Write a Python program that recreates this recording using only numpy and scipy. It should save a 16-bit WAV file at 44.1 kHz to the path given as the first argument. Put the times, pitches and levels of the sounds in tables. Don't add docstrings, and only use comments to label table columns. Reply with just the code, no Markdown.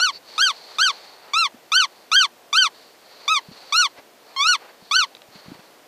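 import sys
import numpy as np
from scipy import signal
from scipy.fft import rfft, irfft, next_fast_len
from scipy.io import wavfile
from scipy.ndimage import uniform_filter1d, map_coordinates

SR = 44100
rng = np.random.default_rng(int(sys.argv[2]) if len(sys.argv) > 2 else 0)


def transcribe(signal):
    frames = np.atleast_2d(signal).T
    limited = np.clip(frames, -1, 1)
    pcm = np.round(limited * 32767).astype(np.int16)
    wavfile.write(sys.argv[1], SR, pcm)


N = 258867


def amp(db):
    return 10 ** (np.asarray(db) / 20)


def unit(x):
    return x / np.sqrt(np.mean(x ** 2) + 1e-20)


def along(points, hz):
    point_hz, value = np.transpose(points)
    return np.interp(np.log(hz + 1), np.log(point_hz), value)


def wobble(rate, size):
    knots = rng.standard_normal(int(size * rate / SR) + 4)
    return map_coordinates(knots, [np.arange(size) * rate / SR])


def filtered(x, response):
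    size = 2 * next_fast_len(N // 2 + 8192)
    hz = np.fft.rfftfreq(size, 1 / SR)
    return irfft(rfft(x, size) * response(hz), size)[:N]


def resonate(x, points):
    def causal(hz):
        cepstrum = irfft(np.log(amp(along(points, hz))))
        half = len(cepstrum) // 2
        fold = np.r_[1, np.full(half - 1, 2), np.zeros(half)]
        return np.exp(rfft(cepstrum * fold))
    return filtered(x, causal)


def noise(points):
    white = rng.standard_normal(N)
    return unit(filtered(white, lambda hz: amp(along(points, hz))))


def reverb(x, decay, delay):
    hz, t, grains = signal.stft(rng.standard_normal(SR), SR, nperseg=128)
    fade = amp(-60 * t / along(decay, hz)[:, None])
    tail = signal.istft(grains * fade, SR)[1]
    tail = tail / np.linalg.norm(tail)
    return signal.fftconvolve(x, np.pad(tail, (int(delay * SR), 0)))[:N]


# freq_hz [Hz], relative_level_db [dB]
AIR_COLOUR = [(24, -69), (40, -33), (189, -10.5), (244, -7.5), (302, -4), (543, -1.5), (597, -0.5),
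              (656, -2.5), (720, -3), (1070, -7), (1390, -9.5), (1840, -10.5), (4830, -15), (11000, -24.5),
              (14300, -55), (22000, -120)]
# freq_hz [Hz], relative_level_db [dB]
HISS_COLOUR = [(8000, -13.5), (11000, -7.5), (12800, -4), (13700, 2), (14500, -8.5), (15400, -13.5)]


def night(air_db=-52, hiss_db=-64, whine_hz=719, whine_db=-66):
    whine_pitch = whine_hz + 4 * wobble(9, size=N)
    whine = np.sin(2 * np.pi * np.cumsum(whine_pitch) / SR)
    air = amp(air_db + 0.29 * wobble(4, size=N)) * noise(AIR_COLOUR)
    return air + amp(hiss_db) * noise(HISS_COLOUR) + amp(whine_db) * whine


STALL_HZ, LOWEST_HZ = 1028, 829
SCOOP_HZ_PER_S, SAG_HZ_PER_S = 45000, 21400
LOCK_HZ, LOCK_WIDTH_HZ = 1420, 40
SLIP_HZ, SLIP_AT_HZ, SLIP_WIDTH_HZ = 43.6, 1378, 24


def arch(t, rise, fall, start_hz, top_hz, jump_hz, bow, power):
    climb = np.clip(t / rise, 0, 1)
    drop = np.clip((t - rise) / fall, 0, 1)
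    climbing = start_hz + (top_hz - jump_hz - start_hz) * (climb + bow * climb * (1 - climb))
    climbing = climbing + SCOOP_HZ_PER_S * np.minimum(t, 0)
    falling = top_hz - (top_hz - STALL_HZ) * drop ** power
    slipped = (top_hz > LOCK_HZ) * (1 - np.tanh((falling - SLIP_AT_HZ) / SLIP_WIDTH_HZ)) / 2
    falling = falling - SLIP_HZ * slipped * (falling - STALL_HZ) / (SLIP_AT_HZ - STALL_HZ)
    falling = falling - SAG_HZ_PER_S * np.maximum(t - rise - fall, 0)
    return np.maximum(np.where(t < rise, climbing, falling), LOWEST_HZ)


ATTACK_S, RELEASE_S = 0.00053, 0.0033
JITTER = .0024
RASP_GROWTH = 1.2
KICK_DB, KICK_S = 1.5, 0.011
SOFT_DB, SOFT_S, SLOW_RISE_S = 8.5, 0.025, 0.077
SPENT_DB = 0.37
OCTAVE_DB, STRAIN_DB = 3, 3.5
FLIP_DB, FLIP_S = 4, .004
LOCK_SAG_DB = 2
PURE_S = 0.04
# pitch_hz [Hz], level_db [dB], buzz_db_per_octave [dB per octave]
REED_ANSWER = [(1046, -7, -1.5), (1143, -4, -0.23), (1307, -0.5, 0.09), (1432, 0.5, 1.25),
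               (1586, 5.5, -0.5)]


def squeak(t, rise, fall, start_hz, top_hz, jump_hz, bow, power, level_db, buzz_db, second_db, lock, pure_db,
           air_db=-12.5, flicker_db=0.5173):
    gate = np.exp(np.minimum(t, 0) / ATTACK_S - np.maximum(t - rise - fall, 0) / RELEASE_S)
    glide = arch(t, rise, fall, start_hz, top_hz, jump_hz, bow, power)
    slack = np.clip((t - rise) / fall, 0, 1) ** 2
    tremble = JITTER * (1 + RASP_GROWTH * slack) * wobble(900, size=len(t))
    pitch = glide * (1 + tremble)
    phase = 2 * np.pi * np.cumsum(pitch) / SR
    reed_hz, reed_db, reed_buzz_db = np.transpose(REED_ANSWER)

    high = (1 + np.tanh((glide - LOCK_HZ) / LOCK_WIDTH_HZ)) / 2
    locked = np.clip(lock, 0, 1) * high * uniform_filter1d((t > rise) * 1., size=64)
    since_top = np.maximum(t - rise, 0)

    k = np.arange(1, 16)[:, None]
    overtone_db = (buzz_db + np.interp(glide, reed_hz, reed_buzz_db)) * np.log2(k)
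    overtone_db = overtone_db - locked * pure_db * np.exp(-(since_top / PURE_S) ** 2) * np.log2(k) * (k > 2)
    overtone_db = overtone_db + (second_db + OCTAVE_DB * locked - STRAIN_DB * (high - locked)) * (k == 2)
    flicker = np.array([wobble(117.4, size=len(t)) for _ in k])
    overtone_db = overtone_db + flicker_db * (k - 1) * flicker
    reed = np.sum(amp(overtone_db) * np.cos(k * phase) * (k * pitch < SR / 2), axis=0)

    thin_hiss = np.diff(rng.standard_normal(len(t) + 2), 2)
    air = amp(air_db) * thin_hiss * (1 + np.cos(phase))

    age = np.maximum(t, 0)
    kick_db = KICK_DB * np.exp(-age / KICK_S)
    soft_db = SOFT_DB * max(rise / SLOW_RISE_S - 1, 0) * np.exp(-(age / SOFT_S) ** 2)
    spent_db = SPENT_DB * (t / (rise + fall) - .5)
    lock_db = locked * (FLIP_DB * np.exp(-since_top / FLIP_S) - LOCK_SAG_DB)
    push_db = kick_db - soft_db - spent_db + lock_db
    return gate * amp(level_db + push_db + np.interp(glide, reed_hz, reed_db)) * (reed + air)


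# start_s [s], rise_s [s], fall_s [s], start_hz [Hz], top_hz [Hz],
# jump_hz [Hz, at the top], bow [of the rise: + early, - late], power [of the fall: 1 straight, 3 lingering],
# level_db [dB], buzz_db_per_octave [dB per octave], second_harmonic_db [dB],
# lock [firmness at the top, 0-1], buzz_lost_in_lock_db_per_octave [dB per octave]
SQUEEZES = [(0.0003, 0.035, 0.068, 1330, 1519, 27.5, .82, 1.52, -1.75, -0.21, -1.5, 0.78, 0),
            (.38, .043, .089, 1197, 1612, 56.5, 0.14, 2.17, -1.36, -0.078, -2, 0.99, -1.3),
            (.7853, .044, 0.08, 1187, 1606, 30, 0.26, 1.82, -0.51, -.2, -2.5, 0.86, -0.5),
            (1.3351, .065, 0.068, 1121, 1380, -0.5, .74, 1.57, -0.052, -0.34, 2, 0, 2),
            (1.7191, 0.056, 0.076, 1154, 1555, 20.5, 0.49, 1.88, 0.32, 0.25, 1, 0.89, 2.2),
            (2.1169, 0.046, .093, 1164, 1605, 73, .52, 2.41, 0.77, .2, 0, 0.9, 3),
            (2.529, 0.053, 0.091, 1135, 1565, 0, -.28, 2.36, 0.52, .4, 0.5, 0.94, 3),
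            (3.2793, .042, .065, 1130, 1291, -2, 1.13, 1.64, 0.54, 0.02, 2, 0, -3),
            (3.724, 0.078, 0.064, 1117, 1464, -0.5, 0.84, 1.45, 0.5, .2, 0, 0.052, 0),
            (4.3634, 0.12, 0.073, 1059, 1466, 37, -0.88, 3.5, 0.36, 0.078, 1.5, 0, 0),
            (4.9117, 0.055, 0.077, 1107, 1535, 15.5, -0.13, 2, -0.26, 0.17, 0, 0.74, 1)]
# freq_hz [Hz], gain_db [dB]
BARREL_BODY = [(200, -53.5), (700, -13), (1080, -18), (1300, -19.5), (1600, -18.5), (2150, -22),
               (2750, -23), (3150, -18.5), (3520, -14.5), (3850, -24), (4350, -17), (5100, -33),
               (5750, -24), (6500, -35.5), (7500, -40), (8500, -43), (9300, -49), (11500, -53.5),
               (15000, -67)]


def call():
    reed = np.zeros(N)
    margin = SR // 20
    for start, rise, fall, *manner in SQUEEZES:
        first = max(0, int(start * SR) - margin)
        n = np.arange(first, int((start + rise + fall) * SR) + margin)
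        reed[n] += squeak(n / SR - start, rise, fall, *manner)
    return resonate(reed, BARREL_BODY)


# freq_hz [Hz], t60_s [s]
NEAR_DECAY = [(300, 0.15), (2000, 0.058), (12000, 0.018)]
# freq_hz [Hz], t60_s [s]
WOOD_DECAY = [(300, .6), (1500, 0.56), (5000, .5), (12000, .2)]
# freq_hz [Hz], gain_db [dB]
SCATTER_COLOUR = [(1400, -19.5), (2600, -16.5), (6000, -7), (10000, -5)]


def surroundings(x, wall_ms=5.39, wall_db=-1.6, dull_hz=2100):
    def wall(hz):
        delay = np.exp(-2j * np.pi * hz * wall_ms / 1000)
        return delay / (1 + (hz / dull_hz) ** 2) ** .7
    echo = amp(wall_db) * filtered(x, wall)
    near = reverb(resonate(x, SCATTER_COLOUR), NEAR_DECAY, delay=.002)
    wood = amp(-54) * reverb(x, WOOD_DECAY, delay=0.092)
    return x + echo + near + wood


# start_s [s], end_s [s], level_db [dB]
AIR_PUFFS = [(0.127, 0.179, -39.5)]
# freq_hz [Hz], relative_level_db [dB]
INTAKE_COLOUR = [(1500, -24.5), (2400, -11), (3300, -22), (4000, -8.5), (4500, 4.5), (5100, -12.5),
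                 (6000, -22), (8000, -35), (15000, -40)]


def intake(edge=0.022):
    t = np.arange(N) / SR
    flow = np.zeros(N)
    for start, end, db in AIR_PUFFS:
        flow += amp(db) * np.clip(np.minimum(t - start, end - t) / edge + .5, 0, 1)
    return flow * noise(INTAKE_COLOUR)


# [dB, before the layer gains]
CLOTH_STROKES = [(.33, 0.066, 0.44, -44.5, -53.5), (.8, 0.12, 0.37, -45, -51.5),
                 (1.28, 0.14, .13, -63, -55), (1.95, 0.34, .25, -60.5, -66.5),
                 (2.78, .07, 0.14, -53, -62.5), (3.22, 0.19, 0.22, -51, -57),
                 (3.66, 0.2, 0.21, -48.5, -55.5), (3.988, 0.024, 0.016, -54, -48.5),
                 (4.32, 0.1, 0.41, -55.5, -58), (4.65, 0.057, 0.077, -62, -51.5),
                 (4.87, .06, 0.23, -53.5, -68), (5.37, 0.057, 0.09, -50.5, -55),
                 (5.5, 0.09, 0.21, -56.5, -56.5)]
# freq_hz [Hz], relative_level_db [dB]
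SWISH_COLOUR = [(1500, -25.5), (2500, -14), (3400, -10), (4000, -2.5), (4450, 3.5), (5100, -10),
                (5900, -13.5), (7200, -20), (10000, -27), (15000, -40)]
# freq_hz [Hz], relative_level_db [dB]
RUB_COLOUR = [(150, -28.5), (450, -0.5), (800, 2), (1300, -2.5), (2200, -4.5), (3500, -13), (8000, -37.5)]


def cloth(grain_db=1.5, swish_gain_db=.5, rub_gain_db=5):
    peak, rise, fall, swish_db, rub_db = np.transpose(CLOTH_STROKES)[:, :, None]
    t = np.arange(N) / SR - peak
    strokes = np.exp(-np.minimum((t / np.where(t < 0, rise, fall)) ** 2, 20))
    swish_level = np.linalg.norm(amp(swish_db + swish_gain_db) * strokes, axis=0)
    rub_level = np.linalg.norm(amp(rub_db + rub_gain_db) * strokes, axis=0)
    grain = amp(grain_db * wobble(70, size=N))
    return grain * (swish_level * noise(SWISH_COLOUR) + rub_level * noise(RUB_COLOUR))


# start_s [s], level_db [dB, before make-up gain], pitch_hz [Hz]
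GEAR_BUMPS = [(1.542, -36, 234), (3.485, -35, 169), (3.513, -40, 240), (3.984, -43, 287),
              (4.822, -44.5, 195), (5.284, -50, 129), (5.355, -40, 190), (5.458, -42, 160),
              (5.48, -32.5, 184), (5.498, -40, 200), (5.515, -32, 282), (5.55, -44, 149), (5.59, -44, 185)]
# freq_hz [Hz], relative_level_db [dB]
THUD_COLOUR = [(30, -40), (70, -14), (130, 0.5), (280, -2), (450, -10.5), (1200, -53)]
# [dB, before make-up gain and shell]
GEAR_TICKS = [(5.15, -27), (5.168, -34), (5.219, -32)]
# freq_hz [Hz], gain_db [dB]
TICK_SHELL = [(150, -20), (450, 1.5), (1500, 1), (2500, -3.5), (4300, 3), (5200, -11), (6500, -8),
              (8000, -26), (15000, -37)]


def gear(bump_t60=0.041, bump_attack=0.0018, thud_db=-9, tick_t60=0.012):
    t = np.arange(SR // 8) / SR
    bumps, ticks = np.zeros(N), np.zeros(N)
    thud = noise(THUD_COLOUR)
    bump_shape = np.exp(-np.log(1000) * t / bump_t60) * (1 - np.exp(-t / bump_attack)) ** 2
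    tick_shape = np.exp(-np.log(1000) * t / tick_t60)
    for start, db, hz in GEAR_BUMPS:
        n = int(start * SR) + np.arange(len(t))
        tone = np.sin(2 * np.pi * hz * t)
        bumps[n] += amp(db + 6.5) * bump_shape * (tone + amp(thud_db) * thud[n])
    for start, db in GEAR_TICKS:
        n = int(start * SR) + np.arange(len(t))
        ticks[n] += amp(db + 4) * tick_shape * rng.standard_normal(len(t))
    return bumps + resonate(ticks, TICK_SHELL)


def scene():
    return (night() + surroundings(call()) + intake() + cloth() + gear())[None]


TOP_HZ = 15450


def record(dry):
    return filtered(dry[0], lambda hz: hz < TOP_HZ)[None]


dry = scene()
out = record(dry)
transcribe(out)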